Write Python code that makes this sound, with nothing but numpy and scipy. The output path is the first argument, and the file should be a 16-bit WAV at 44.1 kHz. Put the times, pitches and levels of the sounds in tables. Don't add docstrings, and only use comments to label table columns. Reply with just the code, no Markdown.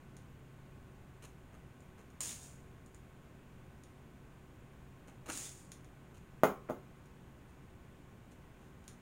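import sys
import numpy as np
from scipy import signal
from scipy.fft import rfft, irfft
from scipy.io import wavfile

SR = 44100
rng = np.random.default_rng(int(sys.argv[2]) if len(sys.argv) > 2 else 0)


def waveform_to_disk(signal):
    frames = np.transpose(np.atleast_2d(signal))
    scaled = np.clip(frames, -1, 1) * 32767
    samples = np.round(scaled).astype(np.int16)
    wavfile.write(sys.argv[1], SR, samples)


N = 397341
TIME = np.arange(N) / SR
# frequency_hz, gain_db
SPIT_SPECTRUM = [(300, -12), (1000, -8.5), (3000, -10), (4500, -8), (6000, -9), (7000, 3), (8100, -6),
                 (9200, -1.5), (10500, -16), (16000, -10)]


def from_db(db):
    return 10 ** (np.asarray(db) / 20)


def rms_one(x):
    return x / np.sqrt(np.mean(x ** 2) + 1e-20)


def at_hz(points, hz):
    known_hz, values = np.transpose(points)
    return np.interp(np.log(np.maximum(hz, 1)), np.log(known_hz), values)


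def colour(x, spectrum, size=8192):
    gains = from_db(at_hz(spectrum, np.arange(size // 2 + 1) * SR / size))
    cepstrum = irfft(np.log(gains))
    cepstrum[1:size // 2] *= 2
    cepstrum[size // 2 + 1:] = 0
    return convolve(x, irfft(np.exp(rfft(cepstrum))))


def convolve(x, response):
    return signal.oaconvolve(x, response)[:N]


def impulses(times_s, levels_db):
    out = np.zeros(N)
    out[np.round(np.asarray(times_s) * SR).astype(int)] = from_db(levels_db)
    return out


def shot_noise(spectrum, per_s, spread_db):
    sizes = from_db(spread_db * np.minimum(rng.exponential(1, N), 4))
    signs = rng.choice([-1, 1], N)
    occurs = rng.random(N) < per_s / SR
    return rms_one(colour(sizes * signs * occurs, spectrum))


def wavering(hz, rms_db, width_hz):
    jitter = rng.standard_normal(N) * np.sqrt(2 * np.pi * width_hz / SR)
    return from_db(rms_db) * np.sqrt(2) * np.sin(np.cumsum(2 * np.pi * hz / SR + jitter))


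def ringing(modes):
    t = TIME[:SR // 2]
    return sum(from_db(db) * np.sin(2 * np.pi * hz * t) * np.exp(-np.log(1000) * t / t60_s)
               for hz, db, t60_s in modes)


def room(x, wet_db, build_s, bands=9):
    # delay_s, level_db
    reflections = [(.0064, -14), (.0098, -15)]
    # frequency_hz, t60_s
    decay_times = [(150, 0.36), (1000, 0.27), (3000, 0.28), (7000, 0.23), (15000, 0.25)]
    t = TIME[:SR // 2]
    hz = np.arange(len(t) // 2 + 1) * SR / len(t)
    noise, tail = rfft(rng.standard_normal(len(t))), 0
    edges_hz = np.geomspace(80, SR / 2, bands + 1)
    for low, high in zip(edges_hz, edges_hz[1:]):
        band = irfft(noise * (hz >= low) * (hz < high), len(t))
        tail += band * np.exp(-np.log(1000) * t / at_hz(decay_times, np.sqrt(low * high)))
    tail *= 1 - np.exp(-(t / build_s) ** 2)
    response = from_db(wet_db) * tail / np.sqrt(np.sum(tail ** 2))
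    response[0] = 1
    for delay_s, db in reflections:
        response[round(delay_s * SR)] += from_db(db)
    return convolve(x, response)


def noise_floor(rumble_db=-57.5, hiss_db=-77.0):
    # frequency_hz, gain_db
    rumble_spectrum = [(20, -4.5), (35, -6), (65, -2.5), (110, -1.5), (170, -5), (240, -7), (330, -11),
                       (500, -15.5), (900, -19), (1600, -23.5), (2500, -26), (3500, -33.5), (5000, -47.5),
                       (8000, -61)]
    hiss_spectrum = [(1500, -6), (3500, -1), (5000, -2.5), (7000, -2.5), (9000, -4.5), (11000, -7.5),
                     (13500, -2), (16000, -2.5)]
    rumble = rms_one(colour(rng.standard_normal(N), rumble_spectrum))
    hiss = rms_one(colour(rng.standard_normal(N), hiss_spectrum))
    return from_db(rumble_db) * rumble + from_db(hiss_db) * hiss


def hum(drone_hz=135, resting_db=-71):
    # pitch_hz, rms_db, width_hz
    lines = [(60.4, -68.5, 2.14), (178.8, -71, 1.93), (238.7, -75, 2.2), (299, -80, 2.35),
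             (374.5, -72.5, 2.59), (1080, -78.5, 15.03), (1502, -80, 8.8), (1560, -85, 12)]
    # middle_s, half_length_s, lift_db
    swells = [(.45, 0.67, 10), (4.9, 4.3, 7.5)]
    steady = sum(wavering(*line) for line in lines)
    lift_db = sum(db * np.exp(-((TIME - middle_s) / half_s) ** 2) for middle_s, half_s, db in swells)
    return steady + wavering(drone_hz, resting_db + lift_db, width_hz=2.7)


def scrapes():
    # start_s, length_s, rasp_db, rub_db
    strokes = [(1.223, 0.038, -56.5, -59), (1.527, 0.039, -75, -64.5), (1.972, 0.047, -74, -63),
               (5.072, 0.033, -65, -59.5), (5.258, 0.021, -59.5, -54.5), (5.279, 0.039, -48.5, -45),
               (6.14, .05, -70.5, -82), (6.687, 0.01, -70, -44.5), (7.48, .03, -75, -80),
               (8.31, 0.032, -73, -80), (8.59, 0.1, -79, -82), (8.848, 0.11, -76, -71)]
    # frequency_hz, gain_db
    rasp_spectrum = [(600, -9), (1500, 7), (2100, -5.5), (2750, 7), (3600, -5.5), (4100, 2), (4700, -10),
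                     (5400, -6), (6500, 0.5), (8000, -6), (10000, -4), (11500, -13), (13300, -5),
                     (16000, -22)]
    rub_spectrum = [(80, -56), (190, 6.5), (500, 7), (900, 3), (1350, 3.5), (1800, -2.5), (2350, -4),
                    (3200, -38), (6000, -40)]
    rasp_level, rub_level = 0, 0
    for start_s, length_s, rasp_db, rub_db in strokes:
        progress = np.clip((TIME - start_s) / length_s, 0, 1)
        arch = np.sqrt(np.sin(np.pi * progress).clip(0))
        rasp_level += arch * from_db(rasp_db)
        rub_level += arch * from_db(rub_db)
    rasp = rasp_level * shot_noise(rasp_spectrum, per_s=4000, spread_db=7.0)
    rub = rub_level * shot_noise(rub_spectrum, per_s=3600, spread_db=1.0)
    return room(rasp + rub, wet_db=-7.0, build_s=0.015)


def chatter(x, feedback):
    round_trips = [0.00017, .00029, .00052]
    for trip_s in round_trips:
        loop = np.r_[1, np.zeros(round(trip_s * SR)), -feedback]
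        x = signal.lfilter(loop[::-1], loop, x + 1e-18)
    return x


def ticks_and_spits(gain_db=8.5, ring_db=-32.0):
    # start_s, level_db
    touch_events = [(.167, -42.5), (2.102, -52.5), (3.836, -44), (5.7181, -33), (5.845, -49), (7.057, -54),
                    (8.841, -54), (8.879, -34.5)]
    spit_events = [(1.805, -47.5), (2.2058, -19), (2.2068, -22.5), (2.2124, -29), (2.2325, -23.5),
                   (2.861, -45), (2.9455, -41), (5.374, -22.5), (5.650, -47)]
    # frequency_hz, gain_db
    tick_spectrum = [(200, -4), (700, -4), (1400, -2), (2400, 1), (2900, -5.5), (3500, 3), (4500, -4.5),
                     (6700, 3.5), (8000, -7.5), (9300, 0), (12000, -10.5), (16000, -14)]
    # pitch_hz, level_db, t60_s
    switch_modes = [(2750, 0, .04), (3500, -1, .04), (4120, 2, .04), (9300, 2, .06)]
    touches = impulses(*np.transpose(touch_events))
    pops = impulses(*np.transpose(spit_events))
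    ticks = colour(chatter(touches, feedback=0.6), tick_spectrum)
    spits = colour(chatter(pops, feedback=0.31), SPIT_SPECTRUM)
    ring = from_db(ring_db) * convolve(touches, ringing(switch_modes))
    return room(from_db(gain_db) * (ticks + spits) + ring, wet_db=-2.0, build_s=0.0019)


def knocks(thud_db=17.0, bench_db=-3.5, edge_db=-12.0, tool_db=-48.0, radiate_hz=175):
    # start_s, level_db, hard_offset_db, cutoff_hz
    landings = [(6.4349, -3, -4.5, 6000), (6.4437, -26, -18, 700), (6.6987, -14.5, -13, 450),
                (6.707, -16.5, -15, 350), (6.730, -27, -20, 200)]
    # frequency_hz, gain_db
    thud_spectrum = [(40, -36), (100, -24), (190, 4), (300, -7), (400, 6), (650, 3.5), (1000, -1.5),
                     (1350, 1.5), (1700, -12.5), (2100, -10.5), (2900, -25), (4200, -62), (8000, -95)]
    edge_spectrum = [(1000, -35), (3000, 10), (4200, 0), (6000, -0.5), (6900, 3.5), (8200, -7), (9200, -1),
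                     (11200, -1), (12000, 4.5), (13000, 1), (15100, 8), (16000, 15)]
    # pitch_hz, level_db, t60_s
    bench_modes = [(138, -56, 0.29), (165, -25, 0.19), (201, -35, 0.25), (269, -24.5, 0.26),
                   (352, -25.5, 0.23), (422, -21.5, 0.17), (464, -50, 0.24), (522, -42, 0.23),
                   (630, -14, 0.079), (704, -54, 0.31), (775, -33, 0.33), (813, -42, 0.26),
                   (863, -27, 0.19), (1000, -45, 0.21), (1058, -39.5, 0.52), (1090, -42, 0.34),
                   (1137, -44, 0.56), (1180, -28, 0.17), (1260, -39.5, 0.43), (1390, -25, 0.15),
                   (1445, -37, 0.17), (1890, -21, 0.045), (1990, -40, 0.12), (2075, -31.5, 0.14),
                   (2430, -47, 0.32), (2490, -37, .16)]
    tool_modes = [(6640, -4, 0.25), (9351, -11, 0.31), (11010, -7, 0.24), (12880, -15, 0.3),
                  (13380, -10, 0.2), (14710, 0, 0.16), (14890, -10, 0.36), (15260, -5, 0.2)]
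    blows, contacts = 0, 0
    for start_s, db, hard_offset_db, cutoff_hz in landings:
        give = np.exp(-2 * np.pi * cutoff_hz / SR)
        blows += signal.lfilter([1 - give], [1, -give], impulses(start_s, db) + 1e-18)
        contacts += impulses(start_s, db + hard_offset_db)
    radiation = signal.butter(2, radiate_hz, "high", fs=SR, output="sos")
    bench = from_db(bench_db) * convolve(blows, signal.sosfilt(radiation, ringing(bench_modes)))
    tool = from_db(tool_db) * convolve(contacts, ringing(tool_modes))
    thud = room(from_db(thud_db) * colour(blows, thud_spectrum), wet_db=-2.0, build_s=0.0022)
    edge = room(from_db(edge_db) * colour(contacts, edge_spectrum), wet_db=3.5, build_s=0.00064)
    return thud + bench + edge + tool


def squeals():
    # start_s, length_s, start_hz, end_hz, level_db
    lug_squeals = [(2.269, 0.054, 3660, 3480, -57), (2.392, 0.054, 3570, 3720, -71),
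                   (5.327, 0.039, 4120, 3780, -58), (5.432, 0.059, 3520, 3530, -60)]
    out = 0
    for start_s, length_s, start_hz, end_hz, db in lug_squeals:
        progress = np.clip((TIME - start_s) / length_s, 0, 1)
        pitch_hz = start_hz + (end_hz - start_hz) * progress
        out += np.sin(np.pi * progress) * wavering(pitch_hz, db, width_hz=120)
    return out


def boil_envelope(sag_db_per_s=10, dry_db_per_s=149):
    # start_s, attack_s, hold_s, level_db
    boils = [(2.2034, .003, 0.098, -41), (2.401, 0.021, 0.024, -55.5), (5.262, 0.065, 0.13, -43),
             (5.555, 0.032, .02, -67)]
    out = 0
    for start_s, attack_s, hold_s, db in boils:
        age_s = TIME - start_s
        rise = np.clip(age_s / attack_s, 0, 1) ** 2
        sag_db = sag_db_per_s * np.clip(age_s - attack_s, 0, hold_s)
        drying_db = dry_db_per_s * np.maximum(age_s - attack_s - hold_s, 0)
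        out += rise * from_db(db - sag_db - drying_db)
    return out


def boiling_flux(sizzle_db=-7.0, fizz_db=-30.5, linger=0.68):
    # frequency_hz, gain_db
    sizzle_spectrum = [(200, 1), (600, -3), (1200, -5), (2200, -1), (3000, 0), (4200, -2), (5200, 1.5),
                       (5800, 2.5), (6600, 5), (9000, 2), (10000, -1), (12000, -8.5), (16000, -6)]
    boil = boil_envelope()
    sizzle = from_db(sizzle_db) * boil * shot_noise(sizzle_spectrum, per_s=6000, spread_db=3.5)
    fizz = from_db(fizz_db) * boil ** linger * shot_noise(SPIT_SPECTRUM, per_s=2800, spread_db=5.5)
    return room(sizzle + fizz + squeals(), wet_db=-9.0, build_s=0.019)


def scene():
    return (noise_floor() + hum() + scrapes() + ticks_and_spits() + knocks() + boiling_flux())[None]


def record(dry, cutoff_hz=15750):
    # centre_hz, width_hz, gain_db
    resonances = [(6810, 820, 5.5), (8000, 880, 1), (9150, 810, 6), (10400, 470, -1.5), (10650, 500, 2.5),
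                  (15100, 900, -2.5)]
    for centre_hz, width_hz, gain_db in resonances:
        radius = np.exp(-np.pi * width_hz / SR)
        numerator = np.array([1, 0, -1]) * (1 - radius ** 2) / 2
        denominator = [1, -2 * radius * np.cos(2 * np.pi * centre_hz / SR), radius ** 2]
        band = signal.lfilter(numerator, denominator, dry + 1e-18)
        dry = dry + (from_db(gain_db) - 1) * band
    return signal.sosfilt(signal.ellip(10, .1, 70, cutoff_hz, fs=SR, output="sos"), dry)


dry = scene()
out = record(dry)
waveform_to_disk(out)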